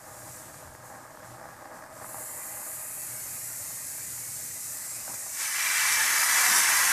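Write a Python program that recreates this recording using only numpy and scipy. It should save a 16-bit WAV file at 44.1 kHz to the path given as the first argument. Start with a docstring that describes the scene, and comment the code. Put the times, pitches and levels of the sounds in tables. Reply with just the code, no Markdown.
"""Baking soda in boiling vinegar

Vinegar boils in a metal pot on a humming stove, and its bursting bubbles make the pot ring.
Baking soda falls from a box, first in pinches, then in a steady pour. Foam smothers the boil
with a fine fizz of tiny gas bubbles, and the box is set down with a light knock.
Then the foam spills over the rim and hisses and sputters on the hot burner."""
import sys
import numpy as np
from scipy import signal
from scipy.fft import rfft, irfft
from scipy.io import wavfile

SR = 44100
rng = np.random.default_rng(int(sys.argv[2]) if len(sys.argv) > 2 else 0)


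def inscribe(sig):
    """Save sig as 16-bit PCM at rate SR to the path in sys.argv[1].

    A 1-D sig is mono; a 2-D sig holds one channel per row.
    Samples are clipped to [-1, 1] before scaling.
    """
    pcm = np.round(np.clip(np.atleast_2d(sig).T, -1, 1) * 32767)
    wavfile.write(sys.argv[1], SR, pcm.astype(np.int16))


N = 305172
TIME = np.arange(N) / SR
BINS = np.fft.rfftfreq(4096, 1 / SR)  # the pitches in Hz at which a tone is shaped

# The stove's drone. Each row: time in seconds, base level in dB.
DRONE_LEVEL = [(0.15, -59.5), (.33, -54.5), (1.25, -57), (2.4, -60), (3.1, -56), (4.0, -57), (5.0, -56),
               (5.35, -64.5), (5.75, -66), (6.8, -61)]
# Knocks and thumps. Each row: start in seconds, relative peak in dB, pitch in Hz, decay in seconds.
KNOCKS = [(0.64, -48, 70, 0.055), (5.075, -30.5, 900, 0.0065), (5.082, -42, 237, .022),
          (5.088, -38.5, 900, 0.014), (5.137, -38, 840, 0.0049), (5.26, -38, 750, 0.015),
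          (5.87, -53, 75, 0.11), (6.47, -40, 222, 0.06), (6.551, -42, 300, 0.039)]
# The boil builds, is smothered and stirs again. Each row: time in seconds, level in dB.
BOIL_LEVEL = [(0, -49.5), (1.2, -48), (1.6, -46.5), (2.15, -46), (2.42, -49), (2.58, -47.5), (2.75, -51),
              (3.45, -54.5), (4.55, -58), (5.1, -51), (5.45, -56)]
# The largest bubbles. Each row: start in seconds, relative peak in dB, pitch in Hz.
POPS = [(0.75, -30.5, 1170), (0.901, -32, 654), (0.949, -35, 1590), (1.172, -36, 789), (1.413, -33, 649),
        (1.455, -30.5, 797), (1.625, -33, 630), (1.656, -33, 611), (2.014, -31.5, 816), (2.044, -29, 781),
        (2.144, -28, 643), (2.571, -33, 1200)]
# Fizz from pinches of powder. Each row: start in seconds, peak in dB, rise in seconds.
PINCHES = [(-0.22, -44, 0.58), (0.49, -50, 0.054), (0.82, -50.2, .04), (1.23, -53, .02), (1.42, -59, .05),
           (1.71, -54.8, .03), (1.88, -49, 0.1)]
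# Foam reaches the burner, a trickle and then a flood. Each row: time in seconds, dB against full flow.
FLOW = [(5.33, -16.5), (5.42, -8), (5.52, -8.5), (5.6, -6.5), (5.8, -3.5), (6.2, -1.76), (6.5, 0.8),
        (6.7, -.5), (6.9, -0.5)]

# The tone of each sound. Each row: pitch in Hz, relative level in dB.
DRONE_TONE = [(20, -36), (50, -12), (75, -9), (100, -1), (122, -2), (150, -3.5), (190, -9), (310, -11),
              (430, -17), (600, -20), (1200, -24.5)]
BOIL_TONE = [(100, -12.5), (330, -3.5), (430, -13.5), (600, -9), (900, -1.5), (1300, -7.5), (1750, -4),
             (2100, -12.5), (2600, -21.5), (3200, -38), (5000, -19), (9000, -32)]
FRESH_FOAM_TONE = [(2000, -54), (3300, -25), (4500, -12), (5200, -14), (6300, -7.5), (7000, 1.5),
                   (9000, 1.5), (11000, 2.5), (12500, -1)]
OLDER_FOAM_TONE = [(2000, -52), (3200, -27), (4300, -13.5), (5200, -10.5), (6400, -4.5), (7600, -0.5),
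                   (8700, -3), (10000, -4), (11000, -9.5), (13000, -7.5)]
LARGE_CELL_TONE = [(700, -18.5), (1200, -8.5), (1600, -5.5), (1980, 0), (2300, -5), (2650, -8),
                   (3000, -15.5), (4000, -34.5)]
STEAM_TONE = [(1800, -26), (3000, -10), (4200, -10), (5000, -2.5), (6000, 2), (8000, -.5), (10000, -0.5),
              (12000, -4), (13500, -5.5)]
SPUTTER_TONE = [(100, -38), (330, -22), (420, -26.5), (650, -18.5), (900, -7), (1350, -5.5), (1700, 0.5),
                (1980, 2), (2350, -3.5), (2700, -6.5), (3300, -12), (4700, -11), (7000, -37.5)]

# How the pot and the gap under it ring. Each row: pitch in Hz, width in Hz, boost or cut in dB.
POT_RESONANCES = [(503.4, 33, 9.5), (621.6, 112, 12), (705, 45, -6), (800, 47, 7), (1100, 60, 3),
                  (1234, 95, 8), (1635, 31, 7)]
GAP_RESONANCES = [(507, 25, 6.5), (642, 26, 4.5), (786, 47, 6), (817, 39, -8.5), (862, 37, 3.5),
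                  (1100, 61, 3), (1240, 22, 2.5), (1300, 40, 1.5), (1716, 29, 3), (1880, 30, -3.5),
                  (1930, 32, 2.5), (2085, 18, 1), (2318, 33, 5)]
# The echo between pot and stove top. Each row: pitch in Hz, strength from 0 to 1.
GAP_ECHO = [(500, 0), (1900, 0), (2500, 0.56), (3500, 1), (4200, 0.57), (5200, 0.23), (7000, 0)]

PINCH_FADE_S, PINCH_FRESH_SHARE = 0.19, 0.22
IDLE_FIZZ_DB, SEETHE_DB = -57.5, -17  # old foam between pinches; large cells relative to the fizz
POUR_S, POUR_RISE_S, POUR_DB = 2.01, 0.26, -35.5
FRESH_HOLD_S, COARSEN_S = 0.92, 1.05  # new foam stays very fine for a while, then coarsens
CONTACT_S, CONTACT_RISE_S = 5.3, 0.056  # the foam first touches the burner
HISS_DB, SPUTTER_DB, GURGLE_DB = -23.5, -27.5, -23  # at full flow
SPUTTER_SLOPE, GURGLE_SLOPE = 2.33, 1.71  # dB gained for each dB of flow
SPUTTER_FULL_DB = -5  # the sputter stops growing at this flow
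GURGLE_TOP_HZ, TREBLE_LIMIT_HZ = 1670, 14120


def amp(db):
    """Turns decibels into a gain to multiply by."""
    return 10 ** (np.asarray(db) / 20)


def evened(x):
    """Scales a signal to an average (rms) level of 1."""
    return x / np.sqrt(np.mean(x ** 2) + 1e-20)


def since(start):
    """Seconds passed since the start, zero before it."""
    return np.maximum(TIME - start, 0)


def over_time(rows):
    """Joins a table's points into a value for every sample."""
    seconds, value = np.transpose(rows)
    return np.interp(TIME, seconds, value)


def over_pitch(rows):
    """Joins a table's points into a value for every pitch in BINS."""
    hz, value = np.transpose(rows)
    return np.interp(np.log(BINS + 1), np.log(hz), value)


def add(mix, start, sound):
    """Mixes a sound in at a start time in seconds."""
    part = mix[max(round(start * SR), 0):][:len(sound)]
    part += sound[:len(part)]


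def resonances(rows):
    """The dB that a hollow space adds to any sound inside it."""
    return sum(db / (1 + (2 * (BINS - hz) / width) ** 2) for hz, width, db in rows)


def bump(hz, octaves):
    """The tone in dB of one broad resonance with steep sides."""
    return -40 * np.log10(1 + (np.log2((BINS + 1) / hz) / octaves) ** 2)


def ring(tone_db):
    """What one click sounds like in this tone (its impulse response)."""
    log_gain = np.log(amp(np.maximum(tone_db, -90)))
    mirrored = np.concatenate([log_gain, log_gain[-2:0:-1]])
    spectrum = np.exp(np.conj(signal.hilbert(mirrored)))  # puts all the ringing after the click
    return np.fft.ifft(spectrum).real


def coloured(x, tone_db):
    """Gives a signal a tone, at an average level of 1."""
    return evened(signal.oaconvolve(x, ring(tone_db))[:N])


def flutter(per_s, depth_db):
    """A gain that wanders at random, up to about per_s times a second."""
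    hz = np.fft.rfftfreq(N, 1 / SR)
    slow = rfft(rng.standard_normal(N)) / (1 + (hz / per_s) ** 2)
    return amp(depth_db * evened(irfft(slow, N)))


def patchy(x, width_hz, life_s, depth_db):
    """Bubbles of like size come in swarms, so narrow bands of pitch swell and fade."""
    bands = signal.stft(x, nperseg=1024, noverlap=768)[2]
    across_pitch = np.fft.fftfreq(bands.shape[0], SR / 1024)[:, None]
    along_time = np.fft.fftfreq(bands.shape[1], 256 / SR)
    blur = np.exp(-(across_pitch * width_hz) ** 2 - (along_time * life_s) ** 2)
    swarms = np.fft.ifft2(np.fft.fft2(rng.standard_normal(bands.shape)) * blur).real
    bands *= amp(depth_db * evened(swarms))
    return evened(signal.istft(bands, nperseg=1024, noverlap=768)[1][:N])


def puff(tone_db, decay_s):
    """A brief burst of noise in this tone, with a peak of 1."""
    age = TIME[:SR // 3] / decay_s
    noise = rng.standard_normal(len(age)) * age * np.exp(-2 * age)
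    sound = signal.fftconvolve(noise, ring(tone_db))
    return sound / abs(sound).max()


def bursts(per_s, spread_db, wash):
    """Bubbles burst as clicks, a few of them large, over a wash of countless tiny ones."""
    size = amp(spread_db * np.minimum(rng.exponential(1, N), 4))
    clicks = size * rng.choice([-1, 1], N) * (rng.random(N) < per_s / SR)
    return evened(clicks) + wash * rng.standard_normal(N)


def plips(per_s, low_hz, high_hz, cycles, spread_db):
    """Each bursting bubble rings for a few cycles; smaller ones ring higher."""
    when, smallness, force = rng.random((int(per_s * N / SR), 3)).T[:, :, None]
    age = np.arange(SR // 100)  # in samples
    turns = low_hz * (high_hz / low_hz) ** smallness * age / SR
    fade = np.exp(-turns / cycles) * (1 - age / len(age))
    rings = amp(spread_db * force ** 2) * np.sin(2 * np.pi * turns) * fade
    positions = (when * N).astype(int) + age
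    return evened(np.bincount(positions.ravel(), rings.ravel(), N)[:N])


def stove():
    """A low, uneven rumble with a wavering mains hum in it."""
    rumble = coloured(rng.standard_normal(N), over_pitch(DRONE_TONE))
    hum = np.sin(2 * np.pi * 119.5 * TIME) * flutter(per_s=3.7, depth_db=4.5)
    level = amp(over_time(DRONE_LEVEL)) * flutter(per_s=5.7, depth_db=1.9)
    return level * (amp(2.0) * rumble + amp(-4.5) * hum)


def knocks():
    """Dull blows, each a short shudder in one broad resonance."""
    out = np.zeros(N)
    for start, db, hz, decay_s in KNOCKS:
        add(out, start, amp(db + 0.5) * puff(bump(hz, octaves=0.97), decay_s))
    return out


def boil():
    """Vapour bubbles burst in clusters and ring the pot; the largest stand out as pops."""
    pot_db = over_pitch(BOIL_TONE) + resonances(POT_RESONANCES)
    crackle = bursts(per_s=1100, spread_db=3.0, wash=0.58)
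    pitched = plips(per_s=500, low_hz=468, high_hz=2150, cycles=6.6, spread_db=11)
    bubbles = coloured(crackle + 0.22 * pitched, pot_db) * flutter(per_s=30, depth_db=1.37)
    out = bubbles * amp(over_time(BOIL_LEVEL))
    for start, db, hz in POPS:
        add(out, start, amp(db - 0.7) * puff(pot_db + bump(hz, octaves=2.2), decay_s=0.0014))
    return out


def reaction():
    """Soda meets vinegar: gives the strength of the fizz and its share of fresh, very fine bubbles."""
    pinch_power = np.zeros(N)
    for start, db, rise_s in PINCHES:
        rise = np.minimum(since(start) / rise_s, 1)
        fade = np.exp(-since(start + rise_s) / PINCH_FADE_S)
        pinch_power += (amp(db) * rise * fade) ** 2
    pour_power = amp(POUR_DB) ** 2 * (1 - np.exp(-since(POUR_S) / POUR_RISE_S))
    power = amp(IDLE_FIZZ_DB) ** 2 + pinch_power + pour_power
    pour_freshness = np.exp(-since(POUR_S + FRESH_HOLD_S) / COARSEN_S)
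    fresh_share = (PINCH_FRESH_SHARE * pinch_power + pour_freshness * pour_power) / power
    return np.sqrt(power), np.clip(fresh_share, 0, 1)


def foam():
    """Gas fizzes out of tiny foam cells, finest when fresh; larger cells seethe at a lower pitch."""
    strength, fresh_share = reaction()
    tiny = bursts(per_s=9000, spread_db=2.5, wash=1.0)
    fresh = coloured(tiny, over_pitch(FRESH_FOAM_TONE))
    older = coloured(tiny[::-1], over_pitch(OLDER_FOAM_TONE))
    blend = np.sqrt(fresh_share) * fresh + np.sqrt(1 - fresh_share) * older
    fizz = patchy(blend, width_hz=56, life_s=0.16, depth_db=2.5)
    cell_db = over_pitch(LARGE_CELL_TONE) + 0.22 * resonances(POT_RESONANCES)
    cells = coloured(bursts(per_s=3700, spread_db=1.0, wash=0.98), cell_db)
    seethe = patchy(cells, width_hz=76, life_s=0.2, depth_db=3.5) * flutter(per_s=4.2, depth_db=0.9)
    return strength * (fizz * flutter(per_s=18, depth_db=0.25) + seethe * amp(SEETHE_DB))


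def gap_echo(x):
    """Sound leaves the gap under the pot twice, 3 ms apart, which makes its tone hollow."""
    share = np.clip(over_pitch(GAP_ECHO), 0, 0.9)
    echo = np.exp(-2j * np.pi * BINS * 0.003)
    hollow = abs(1 + share * echo) / np.sqrt(1 + share ** 2)
    return signal.oaconvolve(x, ring(20 * np.log10(hollow)))[:N]


def spill():
    """Foam hits the hot burner: steam hisses, drops sputter, and the sound deepens as the puddle grows."""
    contact = np.minimum(since(CONTACT_S) / CONTACT_RISE_S, 1)
    flow_db = over_time(FLOW)
    steam = coloured(bursts(per_s=6000, spread_db=2.0, wash=1.0), over_pitch(STEAM_TONE))
    hiss = patchy(steam, width_hz=49, life_s=0.17, depth_db=3.5) * flutter(per_s=14, depth_db=0.66)
    drop_db = over_pitch(SPUTTER_TONE) + resonances(GAP_RESONANCES)
    drops = coloured(bursts(per_s=4500, spread_db=2.0, wash=0.89), drop_db)
    sputter = patchy(drops, width_hz=35, life_s=0.12, depth_db=2.5) * flutter(per_s=16, depth_db=0.53)
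    # the gurgle is the low part of the sputter
    gurgle = signal.sosfiltfilt(signal.butter(3, GURGLE_TOP_HZ, fs=SR, output="sos"), sputter)
    sputter_db = SPUTTER_DB + SPUTTER_SLOPE * np.minimum(flow_db - SPUTTER_FULL_DB, 0)
    out = hiss * amp(HISS_DB + flow_db)
    out += (sputter - gurgle) * amp(sputter_db)
    out += gurgle * amp(GURGLE_DB + GURGLE_SLOPE * flow_db)
    return gap_echo(contact * out)


def scene():
    """Adds up all the sounds, the same in both channels."""
    mono = boil() + foam() + spill() + stove() + knocks()
    return np.array([mono, mono])


def record(dry):
    """Cuts off the very highest treble."""
    low_pass = signal.firwin(701, TREBLE_LIMIT_HZ, window=("kaiser", 8), fs=SR)
    return signal.oaconvolve(dry, low_pass[None], "same")


dry = scene()
out = record(dry)
inscribe(out)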